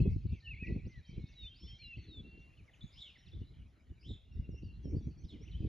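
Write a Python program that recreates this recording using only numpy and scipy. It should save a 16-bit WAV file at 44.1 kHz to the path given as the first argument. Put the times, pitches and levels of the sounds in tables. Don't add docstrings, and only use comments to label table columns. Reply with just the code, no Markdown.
import sys
import numpy as np
from scipy import signal
from scipy.fft import rfft, irfft, next_fast_len
from scipy.io import wavfile
from scipy.ndimage import uniform_filter1d, map_coordinates

SR = 44100
rng = np.random.default_rng(int(sys.argv[2]) if len(sys.argv) > 2 else 0)


def store_pcm(level_fs):
    pcm = np.round(np.clip(level_fs, -1, 1) * 32767).astype(np.int16)
    wavfile.write(sys.argv[1], SR, np.atleast_2d(pcm).T)


N = 250488


def birds():
    clean = sing(whistles(), rasp=.0014, rasp_rate=72, shimmer_db=1.5, overtone_db=-50)
    fluty = sing([*warbles(), *flutes()], rasp=.0035, rasp_rate=250, shimmer_db=1, overtone_db=-50)
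    thin = sing([*swoops(), *trills(), *seesaw()],
                rasp=.009, rasp_rate=400, shimmer_db=3, overtone_db=-46)
    sharp = sing([*arches(), *chips()], rasp=.008, rasp_rate=500, shimmer_db=1.5, overtone_db=-38)
    hissy = sing(lisps(), rasp=.045, rasp_rate=610, shimmer_db=-1, overtone_db=-41)
    hoarse = sing(rasps(), rasp=.04, rasp_rate=930, shimmer_db=3, overtone_db=-27.5)
    near = outdoors(clean, scatter_db=-25, trees_db=-22, scatter_s=.12)
    middle = outdoors(fluty, scatter_db=-17, trees_db=-16, scatter_s=.15)
    far = outdoors(thin + sharp + hissy, scatter_db=-8, trees_db=-9, scatter_s=.18)
    return near + middle + far + outdoors(hoarse, scatter_db=-2.5, trees_db=-17.5, scatter_s=.34)


def sing(notes, rasp, rasp_rate, shimmer_db, overtone_db):
    song = np.zeros(N)
    for start, hz, gain in notes:
        shaky_hz = hz * (1 + rasp * wobble(rasp_rate, len(hz)))
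        phase = 2 * np.pi * np.cumsum(shaky_hz) / SR
        tone = np.sin(phase) + amp(overtone_db) * np.sin(2 * phase)
        shimmer = amp(shimmer_db * wobble(120, len(hz)))
        add(song, start, np.sqrt(2) * gain * shimmer * tone)
    return song


def whistles(ease=1.4):
    # (time [s], length [s], level [dB], loudest point [0-1], first pitch [Hz], last [Hz])
    notes = [(.01, 0.039, -68.5, 0.4, 4500, 4050), (1.349, .15, -53, 0.8, 4010, 3510),
             (1.594, 0.18, -64, 0.2, 5360, 5450), (1.783, 0.099, -56.5, 0.77, 4470, 3935),
             (1.967, 0.21, -71.5, 0, 4420, 4220), (2.067, 0.15, -56.5, 0.89, 4100, 3390),
             (2.237, 0.35, -65, 0, 2723, 2770), (4.821, 0.078, -77, 0.4, 3460, 2980)]
    for start, length, db, crest, from_hz, to_hz in notes:
        u = progress(length)
        hz = to_hz + (from_hz - to_hz) * (1 - u) ** ease
        yield start, hz, amp(db) * swell(u, crest, taper=.86)


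def warbles(fade_s=.003):
    # (time [s], pitch [Hz], level [dB])
    phrases = [
        [(0, 2620, -49.5), (.03, 2600, -82.5), (.06, 2560, -61.5), (.11, 2480, -81)],
        [(.26, 2180, -84), (.345, 2460, -72), (.396, 2080, -73)],
        [(.44, 3000, -69), (.462, 2930, -55), (.478, 2660, -49.5), (.497, 2840, -52.5), (.518, 2560, -46),
         (.532, 2500, -55), (.546, 2080, -55), (.555, 2450, -63), (.57, 2100, -55.5)],
        [(.57, 2100, -58), (.595, 2400, -60.5), (.615, 2590, -50.5), (.638, 2520, -48), (.655, 2330, -53),
         (.665, 1950, -61.5), (.671, 2750, -50.5), (.68, 2400, -54.5), (.69, 1900, -52)],
        [(.72, 2520, -73.5), (.77, 2630, -72), (.805, 2200, -65.5), (.814, 2450, -68.5), (.832, 2020, -78)],
        [(.895, 2080, -71), (.93, 2070, -66), (.955, 1956, -65), (.98, 1930, -64), (1.007, 1620, -78)],
        [(1.785, 2250, -70), (1.822, 2460, -61.5), (1.832, 3080, -63), (1.842, 2820, -57.5),
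         (1.89, 2770, -55.5), (1.925, 2740, -51.5), (1.948, 2520, -53.5), (1.968, 3080, -65)],
    ]
    for phrase in phrases:
        times, hz, db = np.transpose(phrase)
        t = np.arange(times[0], times[-1], 1 / SR)
        pitch = uniform_filter1d(np.interp(t, times, hz), size=200)
        fade = np.clip(np.minimum(t - times[0], times[-1] - t) / fade_s, 0, 1)
        yield times[0], pitch, amp(np.interp(t, times, db)) * fade


def flutes(settle_s=.011):
    # (time [s], length [s], level [dB], held pitch [Hz], how far below it starts [Hz])
    notes = [(0.421, 0.097, -69.5, 1808, 2), (0.629, .11, -60.5, 1965, 166.5),
             (1.04, 0.15, -71, 3124, -150), (1.13, 0.36, -74.5, 2197, -1.5),
             (1.457, 0.11, -61.5, 3180, 800), (1.617, 0.08, -64, 3530, 1098),
             (1.667, 0.12, -59.5, 3190, 354)]
    for start, length, db, held_hz, scoop_hz in notes:
        u = progress(length)
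        hz = held_hz - scoop_hz * np.exp(-u * length / settle_s)
        yield start, hz, amp(db) * swell(u, crest=.22, taper=.66)


def rasps(bend_at=.37, wheeze_lead_s=.026):
    # (time [s], length [s], level [dB], first pitch [Hz], pitch at the bend [Hz], last [Hz])
    calls = [(2.945, .18, -57, 2610, 3820, 2347), (4.021, .17, -59.5, 2440, 3775, 3295),
             (5.265, .11, -66.5, 4600, 3534, 2720)]
    for start, length, db, *pitches in calls:
        u = progress(length)
        hz = uniform_filter1d(np.interp(u, [0, bend_at, 1], pitches), size=1000)
        yield start, hz, amp(db) * swell(u, crest=.49, taper=1.12)
        yield glide(start - wheeze_lead_s, length=.092, db=db - 17, from_hz=4800, to_hz=5400)


def swoops():
    # (time [s], length [s], level [dB], lowest pitch [Hz])
    chirps = [(2.807, .032, -60, 3413), (2.872, 0.032, -79, 6600), (3.315, .04, -65, 3400),
              (4.495, 0.12, -81, 5400), (4.827, .106, -75.5, 5390), (5.004, 0.1, -84, 5700),
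              (5.515, 0.066, -65, 2970)]
    dip = [1.18, 1.04, 1.0, 1.04, 1.11, 1.18]
    for start, length, db, low_hz in chirps:
        u = progress(length)
        smooth_dip = map_coordinates(np.array(dip), [u * (len(dip) - 1)], order=2, mode="nearest")
        yield start, low_hz * smooth_dip, amp(db) * swell(u, crest=.35, taper=.47)


def chips():
    # (time [s], length [s], level [dB], first pitch [Hz], last pitch [Hz])
    notes = [(1.544, .048, -69, 4060, 5400), (2.572, 0.042, -69.5, 3100, 2140),
             (2.678, 0.0264, -67, 2320, 1765), (2.734, 0.017, -66, 3230, 2320),
             (3.149, 0.026, -65, 2390, 1710), (3.258, 0.035, -70, 4500, 2530),
             (3.277, .022, -74.5, 6000, 3560), (5.173, 0.053, -75, 5400, 6380),
             (5.235, 0.027, -72.5, 6000, 4600), (5.239, .018, -73, 3060, 3910),
             (5.33, 0.041, -74, 2630, 1945), (5.407, .05, -73.5, 5200, 6180),
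             (5.435, .04, -72.5, 1870, 3190), (5.475, 0.015, -64, 3260, 2186),
             (5.511, .022, -68.5, 4300, 3400)]
    return [glide(*note) for note in notes]


def arches(fray=.06, thinning_db_per_hz=.004):
    # (time [s], length [s], level before weakening [dB], bottom pitch [Hz], top pitch [Hz])
    chirps = [(.3, .125, -79, 4400, 6300), (.853, .086, -69.5, 3800, 6300),
              (1.048, .084, -70.5, 3700, 5900), (1.258, .088, -71.5, 3700, 5950),
              (3.17, .05, -75, 5050, 5650), (4.322, .03, -80, 5250, 5700), (4.625, .045, -76, 4350, 4730),
              (4.955, .045, -73, 4400, 4730)]
    for start, length, db, foot_hz, top_hz in chirps:
        u = progress(length)
        climb_hz = (top_hz - foot_hz) * swell(u, crest=.48, taper=1.3)
        hz = foot_hz + climb_hz * (1 + fray * wobble(700, len(u)))
        yield start, hz, amp(db - thinning_db_per_hz * climb_hz) * swell(u, crest=.5, taper=.3)


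def trills(spacing_s=.0215):
    # (start [s], end [s], level [dB])
    runs = [(0.27, .31, -73), (0.404, .46, -70.5), (0.544, .58, -74.5), (0.662, .74, -75),
            (1.998, 2.14, -75), (2.27, 2.325, -78), (2.372, 2.41, -81)]
    for start, end, db in runs:
        for time in np.arange(start, end, spacing_s):
            yield glide(time, length=.013, db=db, from_hz=3870, to_hz=4566)


def seesaw(start_s=4.252, period_s=.123, growth_db=2.5, repeats=4):
    # (delay [s], length [s], level the first time [dB], pitch [Hz])
    notes = [(0, 0.066, -81, 2832), (0.062, 0.033, -74, 2752)]
    for k in range(repeats):
        for delay, length, db, hz in notes:
            yield glide(start_s + k * period_s + delay, length, db + k * growth_db, hz, hz)


def lisps(length_s=.05, fall=.078):
    # (time [s], level [dB], first pitch [Hz])
    calls = [(.1, -82, 5660), (.645, -80.5, 5660), (1.426, -82.5, 6200), (2.01, -84.5, 6350),
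             (2.39, -87, 6270), (2.731, -85, 6700), (2.82, -84, 6900), (5.099, -80, 4700)]
    return [glide(start, length_s, db, hz, hz * (1 - fall)) for start, db, hz in calls]


def outdoors(song, scatter_db, trees_db, scatter_s):
    # (frequency [Hz], time to fade by 60 dB [s])
    fade_times = [(1000, 1), (3000, 0.64), (5000, 0.78), (9000, 0.21)]
    hz, t, noise = signal.stft(rng.standard_normal((2, SR)), SR, nperseg=256)
    fade = amp(-60 * t / along(fade_times, hz)[:, None])
    build_up = 1 - np.exp(-t / .022)
    trees = signal.istft(noise * fade * build_up, SR, nperseg=256)[1][:, :SR]
    scatter = rng.standard_normal((2, SR)) * amp(-60 * np.arange(SR) / SR / scatter_s)
    echo = amp(trees_db) * trees / np.linalg.norm(trees[0])
    echo += amp(scatter_db) * scatter / np.linalg.norm(scatter[0])
    return song + signal.fftconvolve(song[None], spread(echo, side_db=-13), axes=1)[:, :N]


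def wind():
    # (time [s], relative rumble level [dB], flutter level [dB])
    flow = [(0.0, -34, -39.5), (0.12, -37.5, -64), (0.33, -56, -76), (0.65, -56, -72), (1.41, -60, -81.5),
            (2.15, -57, -66.5), (3.23, -67, -78), (3.51, -59, -67.5), (3.86, -65, -77), (5.03, -46.5, -64),
            (5.38, -55.5, -61), (5.68, -38.5, -70)]
    # (middle [s], half width [s], rumble level [dB], flutter level [dB])
    gusts = [(0.01, 0.018, -22, -44.5), (0.069, 0.01, -35.5, -29), (0.109, 0.014, -32, -49),
             (.175, 0.01, -36, -74.5), (0.259, 0.0095, -33, -55), (0.319, 0.024, -34, -55),
             (.52, 0.025, -47.5, -69.5), (.65, .03, -44.5, -54.5), (.728, 0.031, -39.5, -45),
             (.78, .015, -43, -49), (0.858, .025, -43.5, -56), (0.993, 0.018, -45.5, -66),
             (1.199, 0.046, -45, -55.5), (1.439, 0.017, -46.5, -69.5), (1.653, .02, -47, -56.5),
             (1.738, 0.017, -50, -76), (1.88, 0.014, -47.5, -68), (1.98, 0.015, -45, -60),
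             (2.26, 0.095, -56, -58.5), (2.62, 0.03, -53.5, -67), (2.849, 0.013, -38.5, -73),
             (3.909, 0.014, -49, -66.5), (3.389, 0.038, -42, -58), (3.589, 0.05, -50.5, -67.5),
             (4.108, 0.032, -43.5, -52), (4.382, 0.048, -43.5, -62.5), (4.508, 0.039, -45, -57),
             (4.649, 0.021, -45, -58.5), (4.871, 0.016, -46.5, -45), (4.948, 0.041, -39.5, -45.5),
             (5.078, 0.038, -44, -53), (5.249, .012, -40, -52), (5.361, 0.039, -49, -51),
             (5.518, 0.0088, -43.5, -66), (5.662, 0.03, -34, -38.5)]
    # (frequency [Hz], relative level [dB])
    rumble_tone = [(12, -47), (20, -19.5), (40, -0.5), (60, 5.5), (120, -3.5), (180, -10), (300, -29.5),
                   (600, -77.5)]
    flutter_tone = [(90, -25), (160, -3), (225, -1), (310, -2), (400, -9), (500, -18.5), (700, -34.5),
                    (1000, -45.5), (2500, -110)]
    t = np.arange(N) / SR
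    rumble_db, flutter_db = curves(flow)
    rumble_power = amp(rumble_db - 1 + 4.1 * wobble(22)) ** 2
    flutter_power = amp(flutter_db + .86 * wobble(18)) ** 2
    for middle, width, gust_rumble_db, gust_flutter_db in gusts:
        gust = np.exp(-((t - middle) / width) ** 2)
        rumble_power += amp(gust_rumble_db) ** 2 * gust
        flutter_power += amp(gust_flutter_db) ** 2 * gust
    lumps = wobble(40)
    rumble = amp(2 * lumps) * rush(rumble_tone, side_db=-13, patchy_db=1)
    flutter = amp(3.7 * lumps + 3.9 * wobble(90)) * rush(flutter_tone, side_db=-12.5, patchy_db=.5)
    return np.sqrt(rumble_power) * unit(rumble) + np.sqrt(flutter_power) * unit(flutter)


def puffs():
    # (time [s], peak level [dB], width [s])
    thumps = [(0.016, -16.5, 0.0017), (.06, -28, 0.00067), (.077, -20.5, 0.0012), (0.164, -25, 0.0017),
              (.254, -27, 0.0018), (.329, -28.5, 0.0031), (.626, -34.5, 0.00091), (.725, -28.5, 0.0011),
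              (1.094, -40, 0.0011), (1.178, -33, 0.0018), (1.241, -34, 0.0013), (2.843, -42.5, 0.0011),
              (3.417, -36, 0.0014), (4.395, -26, 0.0025), (4.492, -35.5, .00078), (4.633, -36.5, 0.00067),
              (4.856, -33.5, 0.00061), (4.949, -25.5, 0.0013), (4.968, -27.5, 0.0014),
              (5.072, -28.5, 0.00098), (5.605, -28.5, 0.0024)]
    middle, side = np.zeros((2, N))
    t = np.arange(-(SR // 20), SR // 10) / SR
    mic_band = signal.butter(2, [65, 560], "bandpass", fs=SR, output="sos")
    for time, db, width in thumps:
        for track in (middle, side):
            bump = np.exp(-.5 * (t / width) ** 2) * (1 + .2 * wobble(602.4, len(t)))
            swing = signal.sosfilt(mic_band, bump)
            add(track, time + t[0], rng.choice([-1, 1]) * amp(db) * swing / np.abs(swing).max())
    return spread([middle, np.imag(signal.hilbert(side))], side_db=-13)


def pasture():
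    # (time [s], relative level [dB])
    chorus_levels = [(0.0, -69), (.9, -72.5), (1.42, -67.5), (2.07, -70.5), (2.59, -76), (3.11, -71),
                     (3.84, -79.5), (5.25, -77.5), (5.68, -71)]
    air_levels = [(0.0, -94.5), (.33, -94), (2.05, -93.5), (2.78, -88.5), (3.2, -91), (4.5, -94.5),
                  (4.98, -92.5), (5.68, -91)]
    # (frequency [Hz], relative level [dB])
    chorus_tone = [(1200, -21.5), (1700, -11), (2200, 4), (2800, 1), (3500, -0.5), (4300, -3),
                   (5000, -13.5), (6200, -19.5), (7200, -24), (8500, -54.5)]
    air_tone = [(20, 11.5), (50, 23), (120, 16), (300, 2.5), (600, 7.5), (1000, 1), (2000, 1), (4000, -13),
                (7000, -11), (8200, -30), (10000, -15), (13000, -24.5), (15500, -40)]
    chorus = amp(curves(chorus_levels)[0] - 2) * rush(chorus_tone, side_db=-24, patchy_db=7)
    air = amp(curves(air_levels)[0] + 17.5) * rush(air_tone, side_db=-4.5, patchy_db=2.5)
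    return chorus + air


def glide(start, length, db, from_hz, to_hz):
    u = progress(length)
    return start, from_hz + (to_hz - from_hz) * u, amp(db) * swell(u, crest=.55, taper=.36)


def progress(length):
    return np.linspace(0, 1, int(length * SR))


def swell(u, crest, taper):
    leaning = np.interp(u, [0, np.clip(crest, .05, .95), 1], [0, .5, 1])
    return np.abs(np.sin(np.pi * leaning)) ** taper


def rush(tone, side_db, patchy_db):
    noise = signal.stft(rng.standard_normal((2, N)), nperseg=512)[2]
    patches = uniform_filter1d(rng.standard_normal(noise.shape[1:]), size=4, axis=0)
    patches = uniform_filter1d(patches, size=10, axis=1)
    pair = signal.istft(noise * amp(patchy_db * unit(patches)), nperseg=512)[1][:, :N]
    return unit(spread(filtered(pair, lambda hz: amp(along(tone, hz))), side_db))


def amp(db):
    return 10 ** (np.asarray(db) / 20)


def unit(x):
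    return x / np.sqrt(np.mean(x ** 2) + 1e-20)


def along(points, hz):
    frequencies, values = np.transpose(points)
    return np.interp(np.log(hz + 1), np.log(frequencies + 1), values)


def curves(rows):
    times, *columns = np.transpose(rows)
    return [np.interp(np.arange(N) / SR, times, column) for column in columns]


def wobble(rate, size=N):
    points = rng.standard_normal(int(size * rate / SR) + 4)
    return map_coordinates(points, [np.arange(size) * rate / SR])


def filtered(x, response):
    size = next_fast_len(N + SR // 2)
    return irfft(rfft(x, size) * response(np.fft.rfftfreq(size, 1 / SR)), size)[..., :N]


def add(track, time, sound):
    start = round(time * SR)
    sound = sound[max(-start, 0):]
    part = track[max(start, 0):][:len(sound)]
    part += sound[:len(part)]


def spread(pair, side_db):
    side = amp(side_db) * pair[1]
    return np.array([pair[0] + side, pair[0] - side])


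def scene():
    t = np.arange(N) / SR
    fade = np.minimum(np.minimum(t, t[::-1]) / .006, 1)
    return birds() + fade * (wind() + puffs()) + pasture()


def record(dry, top_hz=15500):
    # (frequency [Hz], lead [radians])
    left_lead = [(0, 0.1), (520, -0.24), (3530, 0.6), (4910, 0.1)]
    half_each = np.array([[.5], [-.5]])
    return filtered(dry, lambda hz: np.exp(1j * half_each * along(left_lead, hz)) * (hz < top_hz))


dry = scene()
out = record(dry)
store_pcm(out)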